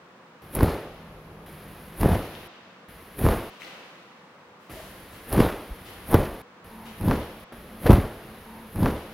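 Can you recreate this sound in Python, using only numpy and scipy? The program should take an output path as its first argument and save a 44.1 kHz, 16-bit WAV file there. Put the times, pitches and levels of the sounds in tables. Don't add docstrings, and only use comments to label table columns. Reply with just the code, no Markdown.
import sys
import numpy as np
from scipy import signal
from scipy.fft import rfft, irfft, next_fast_len
from scipy.io import wavfile
from scipy.ndimage import uniform_filter1d

SR = 44100
rng = np.random.default_rng(int(sys.argv[2]) if len(sys.argv) > 2 else 0)


def invert_db(level):
    return 10 ** (np.asarray(level, dtype=float) / 20)


def dump_mix(stems):
    frames = np.atleast_2d(stems).T
    limited = np.clip(frames, -1, 1)
    pcm = np.round(limited * 32767).astype(np.int16)
    wavfile.write(sys.argv[1], SR, pcm)


N = 402633


def unit(x):
    return x / np.sqrt(np.mean(x ** 2))


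def colour(x, table):
    size = next_fast_len(len(x))
    hz, db = np.transpose(table)
    f = np.arange(size // 2 + 1) * SR / size + 1
    gain = invert_db(np.interp(np.log(f), np.log(hz), db))
    return irfft(rfft(x, size) * gain, size)[:len(x)]


def ring(x, hz, q):
    b, a = signal.iirpeak(min(hz, SR / 3), q, fs=SR)
    return signal.lfilter(b, a, x)


def walk(rate):
    size = int(SR / rate)
    held = np.repeat(rng.standard_normal(N // size + 1), size)
    return uniform_filter1d(held, size)[:N]


def add(track, s, sound):
    i = int(s * SR)
    track[i:i + len(sound)] += sound[:len(track) - i]


# (start [s], stop [s], low rustle [dB], bright rustle [dB])
REST_PIECES = [
    (0.419, 0.561, -52.5, -62),
    (0.563, 1.463, -51.5, -69),
    (1.461, 2.476, -50.5, -57.5),
    (2.884, 3.5, -54, -58.5),
    (4.696, 6.419, -52.5, -57),
    (6.642, 7.442, -53, -59),
    (7.522, 8.392, -50.5, -58.5),
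]
# (start [s], stop [s], air [dB], cloth [dB], hiss [dB])
FLUTTERS = [(0.563, .62, -28, -33.5, -46.5), (0.637, 0.686, -27, -30.5, -49),
            (2.018, 2.133, -22.5, -30.5, -44.5), (3.212, 3.218, -26, -36.5, -48),
            (3.25, 3.309, -24.5, -28.5, -42.5), (4.68, 4.695, -45, -45, -55),
            (5.329, 5.442, -24.5, -28, -42.5), (6.113, 6.203, -24, -30.5, -45.5),
            (7.012, 7.063, -31, -41, -52.5), (7.078, 7.119, -20.5, -31, -47),
            (7.855, 7.952, -20, -29.5, -45)]
# (time [s], air [dB], cloth [dB], hiss [dB])
CLOTH_JERKS = [(0.554, -35, -32.5, -37), (.608, -35, -26, -50), (0.632, -13, -26, -40),
               (2.009, -33, -42, -36.5), (2.032, -34, -32, -51), (2.058, -14.5, -27, -45),
               (3.191, -32.5, -36.5, -37.5), (3.25, -22, -26, -41), (3.265, -19, -25.5, -48),
               (5.334, -37, -37, -34), (5.38, -20, -25, -45), (5.403, -13, -20.5, -36),
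               (6.114, -36, -49, -35), (6.145, -11.5, -21, -39), (7.045, -22.5, -41, -61),
               (7.52, -54, -39.5, -61.5), (7.866, -32, -19, -38), (7.905, -7, -19.5, -35),
               (7.931, -10.5, -27, -36)]
# (early onset [s], rise [dB/s], gain over the flutter [dB], settling [dB/s])
FLUTTER_SLOPES = [
    (-0.0038, 558, 0.5, 177.5),
    (-0.0062, 402, 2.5, 88.5),
    (0.0049, 247, 6, 85),
    (0.032, 449, 1.5, 103),
]
# (rise [dB/s], fall [dB/s])
JERK_RATES = [
    (900, 700),
    (2000, 600),
    (2500, 400),
    (1200, 700),
]


def motion():
    t = np.arange(N) / SR
    power, gate = np.zeros((4, N)), np.zeros(N)
    for t0, t1, low_db, bright_db in REST_PIECES:
        on = (t >= t0) & (t < t1)
        gate[on] = 1
        power[:, on] = invert_db([[low_db], [low_db - 1], [bright_db + 2], [bright_db]]) ** 2
    early, rise, swell, settle = np.transpose(FLUTTER_SLOPES)[:, :, None]
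    shapes = [(t0 - early, t1, dbs, rise, swell, settle) for t0, t1, *dbs in FLUTTERS]
    jump, drop = np.transpose(JERK_RATES)[:, :, None]
    shapes += [(s, s, dbs, jump, 0, drop) for s, *dbs in CLOTH_JERKS]
    for t0, t1, (air_db, cloth_db, hiss_db), up, over, down in shapes:
        near = slice(int((np.min(t0) - .2) * SR), int((t1 + .8) * SR))
        u = t[near]
        weave_db = cloth_db + .4 * (hiss_db - cloth_db) - 9
        db = np.array([[air_db], [cloth_db], [weave_db], [hiss_db]])
        db = db + over * (np.clip((u - t0) / (t1 - t0 + 1e-6), 0, 1) - .5)
        db = db - up * np.maximum(t0 - u, 0) - down * np.maximum(u - t1, 0)
        power[:, near] += invert_db(db) ** 2
    return np.sqrt(power), gate


def grains(table, scatter_db, q, effort):
    out = 0
    for hz, rate, db in table:
        when, size, noise = rng.random(N), rng.exponential(size=N), rng.standard_normal(N)
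        heights = np.sign(noise) * invert_db(scatter_db * np.minimum(size, 3.0))
        pushes = unit((when < rate / SR) * heights)
        pushes = np.sqrt(effort) * pushes + np.sqrt(1 - effort) * noise
        out = out + invert_db(db) * unit(ring(ring(pushes, hz, q), hz, q))
    return unit(out)


# (frequency [Hz], pulse rate [1/s], level [dB])
AIR_PUFFS = [(44, 63, 5), (89.3, 68, 5.5), (171.5, 150, 3.5)]
# (frequency [Hz], pulse rate [1/s], level [dB])
CLOTH_FOLDS = [(360, 300, 2.5), (555, 450, 0), (1000, 700, -4)]
# (frequency [Hz], pulse rate [1/s], level [dB])
YARN_WEAVE = [(1685, 1200, 3), (3030, 2800, -1.5), (4170, 3200, -21.5), (5600, 1500, -25.5)]
# (frequency [Hz], level [dB])
CAPSULE_PEAK = [(8300, -23.5), (9200, -7), (9700, -2), (11000, -0.5), (11600, 1), (12500, -4),
                (14000, -6.5), (15800, -8)]


def moving_cloth(gain):
    hiss = unit(colour(rng.standard_normal(N), [(20, -85)] + CAPSULE_PEAK)) * invert_db(0.89 * walk(70))
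    effort = np.clip((gain[0] / invert_db(-36)) ** 2, 0, .7)
    puffs = grains(AIR_PUFFS, 2.1, 0.8, effort)
    folds = grains(CLOTH_FOLDS, 2.7, 1.04, effort)
    crackle = invert_db(4.5 * effort * (walk(220) - .5))
    weave = grains(YARN_WEAVE, 3.3, 1.14, effort) * crackle
    return np.sum(gain * [puffs, folds, weave, hiss], axis=0)


# (time [s], peak level [dB], width [ms])
LOOSE_FLAPS = [(0.6325, -2, 1.3), (0.6452, -6, 0.87), (0.678, -16, 1.5), (2.0325, -6, 0.66),
               (2.0491, -7.5, 0.77), (2.0589, 0.5, 1.08), (2.0922, -8, 0.8), (2.1314, -10.5, 2.7),
               (2.1553, -10, 0.7), (3.2425, -8.5, 1.3), (3.2507, -5, 3.5), (3.2663, -3, 0.92),
               (5.37, -15, 1.8), (5.3803, -4.5, 1.9), (5.3936, -0.5, 1.2), (5.4056, -9, 1.25),
               (5.4239, -7, 0.57), (5.4488, -11, 0.82), (5.465, -8, 0.68), (7.0885, -11, 1.4),
               (6.1456, 3, 1.1), (6.1544, -2, 0.9), (7.0972, -11, 1.5), (7.078, -12.5, 1.7),
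               (7.1167, -8.5, 0.34), (7.8983, 7, 1.28), (7.91, 4, 1.28), (7.9231, -15, 0.46),
               (7.9744, -15, 2.5), (7.984, -7, 1.65)]


def flaps():
    out = np.zeros(N)
    for (s, db, ms), swing in zip(LOOSE_FLAPS, rng.uniform(-1.4, 1, len(LOOSE_FLAPS))):
        span = max(ms, .2) * SR / 1000
        u = np.arange(-int(3 * span), int(9 * span)) / span
        suction = (1.97 * u ** 2 - 1) * np.exp(-1.2 * u ** 2)
        back = .5 * swing * (u - 3.5) * np.exp(-.3 * (u - 3.5) ** 2)
        add(out, s - 3 * span / SR, invert_db(db - 4.5) * (suction + back))
    return out


# (time [s], peak level [dB], bright part relative [dB], pitch [Hz])
TIGHT_SNAPS = [(0.5397, -42, -3, 5000), (0.5506, -29, 3.5, 5500), (0.5554, -30.5, 0, 1000),
               (0.569, -27, -8, 900), (0.6079, -15, -23, 1000), (0.6313, -19, -9.5, 900),
               (2.0118, -29, -6, 4500), (2.032, -16, -26, 900), (2.09, -19, -18, 950),
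               (3.253, -23, -18, 1000), (3.2645, -13, -24, 1000), (3.2872, -13, -24, 1000),
               (3.3218, -22, -22, 1500), (5.3274, -24.5, -4.5, 4470), (5.3792, -22, -20, 900),
               (5.4042, -17.5, -16, 3000), (6.089, -37, -3, 4600), (6.127, -19, -20, 900),
               (6.133, -16.5, -18, 900), (6.1423, -8, -19.5, 1000), (6.1449, -14, -13, 1800),
               (7.011, -30, -11, 900), (7.0828, -18.5, -24, 960), (7.1113, -15, -30, 1100),
               (7.8624, -20, -20, 1200), (7.895, -19, -18, 1300), (7.9069, -13.5, -22, 980),
               (7.919, -14, -19, 900), (7.9315, -14.5, -21, 1270), (7.9357, -23, -18, 1000)]


def snaps():
    crack_ms, ring_cycles = 0.58, 0.87
    dull, bright = np.zeros(N), np.zeros(N)
    t = np.arange(SR // 80) / SR
    fade = np.exp(-1000 * t / crack_ms)
    for s, db, rel_db, hz in TIGHT_SNAPS:
        noise = rng.standard_normal(len(t))
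        tone = np.sin(2 * np.pi * hz * t) * np.exp(-hz * t / ring_cycles)
        add(dull, s + 0.0004, invert_db(db) * (tone + 0.66 * ring(noise, hz, .45) * fade))
        add(bright, s + 0.0008, invert_db(db + rel_db) * (0.36 * noise + 1.26 * (t == 0)) * fade)
    dull = colour(dull, [(200, 1.5), (800, 1.5), (3500, -4), (5500, -2.5), (8000, -14), (16000, -37)])
    return invert_db(3.5) * dull + invert_db(21.0) * colour(bright, [(20, -90)] + CAPSULE_PEAK)


# (start [s], stop [s], frequency [Hz], level [dB])
CLOTH_SWELLS = [(.62, 0.797, 420, -35.5), (6.65, 6.958, 906, -51.5), (.62, .75, 4300, -51),
                (2.04, 2.17, 750, -36), (5.4, 5.5, 3600, -48)]


def swells():
    t = np.arange(N) / SR
    out = np.zeros(N)
    for t0, t1, hz, db in CLOTH_SWELLS:
        arch = np.sin(np.pi * np.clip((t - t0) / (t1 - t0), 0, 1))
        out += invert_db(db) * arch * unit(ring(ring(rng.standard_normal(N), hz, 3.1), hz, 3.1))
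    return out


# (time [s], frequency [Hz], level [dB])
HEEL_THUMPS = [
    (5.698, 50.3, -27),
    (6.31, 54.7, -30),
    (7.1, 51.3, -35),
    (7.9164, 50, -10),
]


def thumps():
    out = np.zeros(N)
    for s, hz, db in HEEL_THUMPS:
        cycle = np.arange(int(2 * SR / hz)) * hz / SR
        add(out, s, -invert_db(db) * np.sin(2 * np.pi * cycle * .9) * np.sin(np.pi * cycle / 2) ** 2)
    return out


# (start [s], stop [s], frequency [Hz], unsteadiness [dB], level [dB])
ROOM_DRONES = [
    (.43, 2.4, 157, 1.5, -51.5),
    (1.35, 1.93, 199.4, 0, -53),
    (4.7, 7.8, 187.4, 9, -59),
    (6.645, 9.1, 220, 9, -53),
]


def drones():
    t = np.arange(N) / SR
    out = np.zeros(N)
    for t0, t1, hz, shake_db, db in ROOM_DRONES:
        phase = 2 * np.pi * np.cumsum(hz * (1 + 0.0251 * walk(30))) / SR
        out += ((t > t0) & (t < t1)) * invert_db(db + shake_db * np.tanh(walk(22))) * np.sin(phase)
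    return out


def close_track():
    gain, gate = motion()
    track = moving_cloth(gain) + flaps() + snaps() + swells() + thumps() + drones()
    track = track * uniform_filter1d(gate, size=60)
    reused_from_s = 6.645
    start, again = int(reused_from_s * SR), int((reused_from_s + 77073 / 44100) * SR)
    return np.concatenate([track[:again], track[start:start + N - again]])


# (time [s], length [s], level [dB], relative treble [dB])
FAR_MOVES = [(.6, 0.25, -46.5, -3), (2.05, 0.31, -42.5, -9.5), (3.26, 0.45, -46.5, 4),
             (3.597, 0.096, -42, 4), (4.6, 0.081, -56.5, 12), (4.70, 0.12, -46, 15), (4.83, 0.036, -64, 22),
             (5.12, 0.061, -46.5, 12), (5.4, 0.45, -52, -3), (5.85, 0.056, -42, 8), (6.14, 0.068, -72, -3),
             (6.85, 0.041, -40, 6), (7.1, 0.096, -40, -9), (7.9, 0.45, -52.5, 3), (8.85, 0.29, -47, 0)]
# (frequency [Hz], level [dB])
FAR_SPECTRUM = [(100, -12), (300, -4.5), (800, -5.5), (1500, -6), (3000, -6), (6000, -17), (10000, -41),
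                (16000, -41)]


def far_moves():
    body, treble = np.zeros(N), np.zeros(N)
    for s, length, db, treble_db in FAR_MOVES:
        t = np.arange(int(4 * length * SR)) / SR / length
        burst = np.sqrt(t) * np.exp(-1.5 * t)
        add(body, s, invert_db(db) * burst)
        add(treble, s, invert_db(db + treble_db) * burst)
    rustle = colour(body * rng.standard_normal(N), FAR_SPECTRUM) * invert_db(10)
    return rustle + invert_db(-17.0) * ring(treble * rng.standard_normal(N), 8000, 0.38)


# (time [s], peak level [dB], pitch [Hz])
TOE_TAPS = [
    (2.352, -31, 3300),
    (3.6095, -38, 3000),
    (3.6198, -27, 2200),
    (3.632, -34, 2800),
    (3.6425, -44, 9000),
    (3.648, -34, 4200),
]


def taps():
    out = np.zeros(N)
    t = np.arange(SR // 200) / SR
    for s, db, hz in TOE_TAPS:
        add(out, s, invert_db(db) * np.cos(2 * np.pi * hz * t - .9) * np.exp(-hz * t / 1.6))
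    return out


# (time [s], frequency [Hz], level [dB])
PIVOT_SQUEAK = [
    (4.71, 250, -50),
    (4.75, 590, -47),
    (4.8, 640, -44),
    (4.86, 640, -50),
    (4.93, 640, -56),
]


def squeak():
    s, hz, db = np.transpose(PIVOT_SQUEAK)
    t = np.arange(N) / SR
    phase = 2 * np.pi * np.cumsum(np.interp(t, s, hz) * (1 + .06 * walk(120))) / SR
    level = invert_db(np.interp(t, s, db, left=-120, right=-120))
    return level * (.7 + .7 * walk(110)) * np.sin(phase)


# (frequency [Hz], reverberation time [s])
HALL_DECAY = [(500, 1.25), (2000, 1.66), (5000, 0.57), (12000, 0.33)]


def hall_tail():
    t = np.arange(int(1.5 * SR)) / SR
    tail = np.zeros(len(t))
    for hz, t60 in HALL_DECAY:
        tail += unit(ring(rng.standard_normal(len(t)), hz, 0.56)) * invert_db(-60 * t / t60)
    return tail


# (frequency [Hz], density [dB per Hz])
HALL_AIR = [(24, -71), (40, -48), (87, -15), (124, -11.5), (185, -2.5), (320, -10), (354, -6), (412, -12),
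            (491, -4), (646, -11), (1120, -8), (5310, -33), (13100, -49), (16000, -40)]


def hall_air():
    return unit(colour(rng.standard_normal(N), HALL_AIR)) * invert_db(-53.5 + 0.14 * walk(3.43))


# (frequency [Hz], side minus mid level [dB])
STEREO_WIDTH = [(60, -19), (110, -23), (200, -24), (380, -12), (700, -8.5), (1290, -4.5), (2380, 0.5),
                (4400, 1), (8120, 2), (15000, 4.5)]


def far_pair():
    moves = far_moves()
    feet, pivot = taps(), squeak()
    pair = []
    for direct in (1, .3):
        echo = signal.fftconvolve(moves + .5 * feet, hall_tail())[:N]
        pair.append(direct * (moves + feet + pivot) + invert_db(-40.5) * echo + hall_air())
    return pair[0], colour(pair[1], STEREO_WIDTH)


def scene():
    mid, side = far_pair()
    mid = mid + close_track()
    return np.array([mid + side, mid - side])


def band_limit(x):
    return signal.sosfilt(signal.butter(12, 16980, fs=SR, output="sos"), x)


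def record(dry):
    rumble = signal.butter(2, 28, "high", fs=SR, output="sos")
    cut = signal.ellip(8, .2, 50, 15780, fs=SR, output="sos")
    rounded = np.tanh(signal.sosfilt(rumble, dry)) / np.tanh(1.3)
    return band_limit(signal.sosfilt(cut, rounded))


dry = scene()
out = record(dry)
dump_mix(out)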